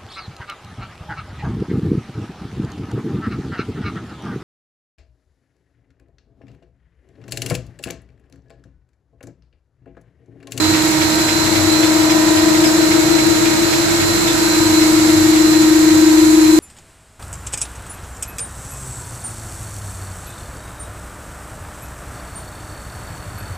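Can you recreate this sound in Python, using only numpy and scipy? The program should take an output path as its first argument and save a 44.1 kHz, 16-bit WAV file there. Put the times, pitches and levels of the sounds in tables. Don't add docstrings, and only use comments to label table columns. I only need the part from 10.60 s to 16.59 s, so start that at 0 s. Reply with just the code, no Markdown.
import sys
import numpy as np
from scipy import signal
from scipy.fft import rfft, irfft
from scipy.io import wavfile

SR = 44100
rng = np.random.default_rng(int(sys.argv[2]) if len(sys.argv) > 2 else 0)


def master(y):
    cut = np.clip(np.atleast_2d(y).T, -1, 1)
    pcm = np.round(cut * 32767)
    wavfile.write(sys.argv[1], SR, pcm.astype(np.int16))


N = 264159
T = np.arange(N) / SR
BINS_HZ = np.fft.rfftfreq(N, 1 / SR)
FADE_START_S = 4.34


def amp(db):
    return 10 ** (np.asarray(db) / 20)


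def unit(x):
    return x / np.sqrt(np.mean(abs(x) ** 2) + 1e-20)


def curve(rows, column):
    rows = np.asarray(rows)
    return np.interp(T, rows[:, 0], rows[:, column])


def shape(points):
    hz, value = np.transpose(points)
    return np.interp(np.log(BINS_HZ + 1), np.log(hz + 1), value)


def sides(balance_db):
    return amp(np.array([[.5], [-.5]]) * balance_db)


def bump(hz, width_hz):
    return 1 / (1 + (2 * (BINS_HZ - hz) / width_hz) ** 2)


def colour(x, gain):
    return irfft(rfft(x) * gain, N)


def swell(middle_s, length_s):
    return np.exp(-np.pi * ((T - middle_s) / length_s) ** 2)


def sinking(db_per_s, start_s):
    return amp(-db_per_s * np.maximum(T - start_s, 0))


def drift(rate_hz):
    coarse_s = T[::64]
    angle, start = rng.random((2, 24, 1))
    shift_hz = rate_hz * np.cos(np.pi * angle)
    waves = np.exp(2j * np.pi * (shift_hz * coarse_s + start))
    return np.interp(T, coarse_s, unit(waves.sum(0)))


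# hz, correlation (-1 to 1)
PORT_LIKENESS = [(60, 0.67), (150, 0.94), (300, 0.86), (600, 0.71), (1100, 0.0076), (3000, 0.0055),
                 (15000, 0)]


def room_noise(gain):
    left, other = rfft(rng.standard_normal((2, N)))
    same = np.clip(shape(PORT_LIKENESS), -1, 1)
    right = same * left + np.sqrt(1 - same ** 2) * other
    return unit(irfft(np.array([left, right]) * gain, N))


def roaming_tone(phase_rad, fade_rate_hz, direct=0.65, port_lag_rad=1.0):
    arrival_rad = 2 * np.pi * rng.random() + port_lag_rad * rng.standard_normal(2)
    field = [unit(direct * np.exp(1j * angle) + drift(fade_rate_hz)) for angle in arrival_rad]
    return np.sqrt(2) * (np.array(field) * np.exp(1j * phase_rad)).real


# hz, relative_db_per_hz
HISS_SPECTRUM = [(4500, -13.5), (5900, -10.5), (6900, 0), (7800, 0.5), (9800, -8.5), (11000, -10.5),
                 (12000, -11), (13800, -15), (15000, -20.5)]
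# hz, left_minus_right_db
HISS_BALANCE_SPECTRUM = [(6000, -7), (7800, -0.5), (10000, 0), (12000, -5.5), (15000, -7.5)]


def suction(level_db=-23.0, flutter=0.1, nearest_s=4.1, passing_s=1.2, nearest_db=1.3):
    noise = room_noise(amp(shape(HISS_SPECTRUM)) * sides(shape(HISS_BALANCE_SPECTRUM)))
    passing = amp(nearest_db * swell(nearest_s, passing_s))
    return amp(level_db) * noise * passing * (1 + flutter * drift(37).real)


def opening(boost_db, middle_s=1.5, length_s=2.1):
    return amp(boost_db * swell(middle_s, length_s))


# hz, relative_db_per_hz
RUSH_LEFT_SPECTRUM = [(20, -30), (60, -6.5), (100, 1.5), (135, 4.5), (180, -1), (330, -2), (500, -5.5),
                      (1000, -5.5), (1140, -8.5), (1350, -6), (2150, -9.5), (2800, -11), (3200, -14.5),
                      (4100, -6.5), (4700, -14)]
RUSH_RIGHT_SPECTRUM = [(20, -31), (60, -13), (130, -4), (330, -4), (500, -9), (1000, -7), (1140, -7.5),
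                       (1350, -5), (2400, -8), (2850, -12), (3300, -12.5), (3550, -9.5), (4100, -4),
                       (4750, -8.5), (5100, -5.5), (5400, -8.5)]


def rush(level_db=-20.0, top_hz=6500, hollow_hz=650, hollow_width_hz=700, flutter=0.044):
    spectra = amp([shape(RUSH_LEFT_SPECTRUM), shape(RUSH_RIGHT_SPECTRUM)])
    noise = room_noise(spectra / np.sqrt(1 + (BINS_HZ / top_hz) ** 12))
    bass = colour(noise, 1 / (1 + (BINS_HZ / 300) ** 4))
    hollow = colour(noise - bass, bump(hollow_hz, hollow_width_hz))
    clatter = (noise - bass - hollow) * (1 + flutter * drift(14).real)
    bass = bass * sinking(db_per_s=3.0, start_s=FADE_START_S)
    upper = (hollow * opening(boost_db=2.0) + clatter) * sinking(db_per_s=2.0, start_s=FADE_START_S)
    return amp(level_db) * (bass + upper)


# middle_s, length_s, level_db
FRAME_THROBS = [(.09, .09, -26), (.46, 0.096, -32), (.8, 0.28, -37), (1.03, 0.21, -28), (1.76, 0.17, -33),
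                (2.322, 0.11, -32), (2.7, 0.11, -33), (3.475, 0.24, -31.5), (4.08, .1, -28.5),
                (4.613, 0.096, -28), (5.35, .09, -32)]


def motor(shaft_hz=49.2, shaft_start_db=-47.5, shaft_db_per_s=1.35, rumble_hz=95.8, rumble_db=-44.5,
          wander_hz=2.1, flutter_rate_hz=5.4, balance_db=8.0):
    shaft = amp(shaft_start_db + shaft_db_per_s * T) * np.sin(2 * np.pi * shaft_hz * T)
    phase_rad = 2 * np.pi * np.cumsum(rumble_hz + wander_hz * drift(8).real) / SR
    throb = amp(rumble_db) * drift(flutter_rate_hz)
    for middle_s, length_s, level_db in FRAME_THROBS:
        throb = throb + amp(level_db) * swell(middle_s, length_s)
    frame = (throb * np.exp(1j * phase_rad)).real
    return np.sqrt(2) * (shaft + frame) * sides(balance_db)


# pitch_hz, relative_db
LOW_WHINE_TONES = [(3817, -50), (3890, -46), (3980, -41), (4056, -36), (4109, -34), (4183, -46),
                   (4220, -49), (4500, -48)]
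HIGH_WHINE_TONES = [(7300, -48), (7440, -47), (7773, -46), (8113, -44), (11946, -49), (12170, -53)]
# middle_s, length_s, boost_db
LOW_WHINE_SWELLS = [(0.095, 0.22, 7), (.8, .15, 4.5), (1.11, 0.26, 6), (4.18, 0.14, 7)]


def drive(fade_rate_hz=3., jitter_hz=2.5, balance_db=-5.5, direct=1.03, port_lag_rad=0.84,
          low_gain_db=1.0, high_gain_db=-4.5):
    wobble_rad = 2 * np.pi * np.cumsum(jitter_hz * drift(30).real) / SR

    def cluster(tones):
        return sum(amp(db) * roaming_tone(2 * np.pi * hz * T + wobble_rad, fade_rate_hz, direct, port_lag_rad)
                   for hz, db in tones)

    swells_db = sum(db * swell(middle_s, length_s) for middle_s, length_s, db in LOW_WHINE_SWELLS)
    low = cluster(LOW_WHINE_TONES) * amp(low_gain_db + swells_db)
    high = cluster(HIGH_WHINE_TONES) * amp(high_gain_db)
    return (low + high) * sides(balance_db) * sinking(db_per_s=1.3, start_s=FADE_START_S)


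# start_s, level_db, pitch_hz
METAL_CLINKS = [(1.232, -25, 3520), (1.503, -25, 5100), (2.052, -18, 5110), (3.677, -22, 3590),
                (4.215, -25, 5120)]


def clinks(width_hz=170, rise_s=0.0016, t60_s=0.21):
    out = np.zeros((2, N))
    for start_s, level_db, pitch_hz in METAL_CLINKS:
        age_s = np.maximum(T - start_s, 0)
        decay = amp(level_db - 60 * age_s / t60_s)
        out += room_noise(bump(pitch_hz, width_hz)) * (1 - np.exp(-age_s / rise_s)) * decay
    return out


# pitch_hz, width_hz, relative_db
PUNCH_RESONANCES = [(1980, 1200, -15), (2220, 870, 11.5), (3390, 480, 5.5), (5130, 330, 0),
                    (6000, 6700, 0.5)]


def punches(stroke_s=.27174, first_stroke_s=.136, gain_db=-22.5, rise_s=0.0041, fall_s=0.025,
            return_s=0.175, return_db=-5, balance_db=-3):
    blows = np.zeros(N)
    for start_s in np.arange(first_stroke_s - stroke_s, T[-1], stroke_s):
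        for delay_s, blow_db in ((0, 0), (return_s, return_db)):
            age_s = np.maximum(T - start_s - delay_s, 0)
            blow = (1 - np.exp(-age_s / rise_s)) * np.exp(-age_s / fall_s)
            blows += 2 * amp(blow_db + rng.uniform(-0.9, 1)) * blow
    steel = room_noise(sum(amp(db) * bump(hz, width_hz) for hz, width_hz, db in PUNCH_RESONANCES))
    return amp(gain_db) * steel * blows * sinking(db_per_s=1.4, start_s=1.86) * sides(balance_db)


# middle_s, length_s, pitch_hz, boost_db
OVERTONE_SPOTS = [(.65, .5, 935, 5), (.9, .5, 1560, 4), (1.2, .4, 1250, 4), (1.6, .7, 1000, 7.5),
                  (1.7, 1.5, 640, 9.5), (3.3, .5, 640, 3), (2.1, .55, 935, 6), (3.95, .7, 1000, 6),
                  (4.15, .45, 2190, 7), (5.6, 1.2, 1000, 4)]


def fan(hz, track, overtones, lead_rad, lead_rad_per_s=0, wander_hz=0.24, fade_hz_per_multiple=.3, direct=8.9,
        port_lag_rad=0.85, overtone_balance_db=-8.5, spot_width_hz=40):
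    phase_rad = 2 * np.pi * (np.cumsum(hz + wander_hz * drift(0.99).real) / SR + rng.random())
    ports = np.array([np.cos(phase_rad), np.cos(phase_rad - lead_rad - lead_rad_per_s * T)])
    blade = np.sqrt(2) * amp(curve(track, column=1)) * sides(curve(track, column=2)) * ports
    upper = np.zeros((2, N))
    for multiple, level_db in overtones:
        tone_hz = multiple * hz
        boost_db = sum(spot_db * swell(middle_s, length_s)
                       for middle_s, length_s, spot_hz, spot_db in OVERTONE_SPOTS
                       if abs(tone_hz - spot_hz) < spot_width_hz)
        tone = roaming_tone(2 * np.pi * tone_hz * T, fade_hz_per_multiple * multiple,
                            direct / multiple, port_lag_rad)
        upper += amp(level_db + boost_db) * tone
    return blade + upper * sides(overtone_balance_db) * sinking(db_per_s=1.0, start_s=FADE_START_S)


# time_s, level_db, left_minus_right_db
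MAIN_FAN_TRACK = [(0, -17, -6), (.55, -21, -10), (.8, -22, 7.5), (1.25, -15, 5.5), (2, -15, 4),
                  (2.75, -18, 3), (3.35, -27.5, 2), (3.62, -25, -4), (4.15, -13.5, 2.6), (5.6, -10, 3.5)]
SECOND_FAN_TRACK = [(0, -26.5, 3), (1.25, -27, 4), (2, -23, -7), (2.7, -20, 10.5), (3.5, -24.5, 10.5),
                    (4.4, -26.5, 11), (5.99, -20, 7)]
THIRD_FAN_TRACK = [(.2, -29.5, -3), (.9, -29, 16), (2.5, -20.5, 12), (3.35, -24.5, -14), (3.9, -20, 2),
                   (5.6, -19, -1)]
# multiple, level_db
MAIN_FAN_OVERTONES = [(2, -40.5), (3, -37.5), (4, -41), (5, -40.5), (6, -39.5), (7, -41), (8, -45),
                      (14, -49), (16, -49)]
SECOND_FAN_OVERTONES = [(2, -44), (3, -40), (4, -41), (5, -53), (6, -47)]
THIRD_FAN_OVERTONES = [(2, -45.5), (3, -51)]


def fans():
    main = fan(312.58, MAIN_FAN_TRACK, MAIN_FAN_OVERTONES, lead_rad=-0.0049)
    second = fan(331.72, SECOND_FAN_TRACK, SECOND_FAN_OVERTONES, lead_rad=0., lead_rad_per_s=0.77)
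    third = fan(337.85, THIRD_FAN_TRACK, THIRD_FAN_OVERTONES, lead_rad=0.088)
    return main + second + third


def scene():
    return suction() + rush() + motor() + drive() + clinks() + punches() + fans()


# hz, gain_db
TREBLE_DIP = [(7950, 0), (8250, -6), (8600, -17.5), (9250, -11), (9750, 0.5)]


def record(dry, knee=0.74, headroom=.15, edge_hz=15200):
    heard = colour(dry, amp(shape(TREBLE_DIP)))
    clean = np.clip(heard, -knee, knee)
    rounded = clean + headroom * np.tanh((heard - clean) / headroom)
    low_pass = signal.firwin(511, edge_hz, window=("kaiser", 9), fs=SR)
    return signal.oaconvolve(rounded, low_pass[None], "same", axes=1)


dry = scene()
out = record(dry)
master(out)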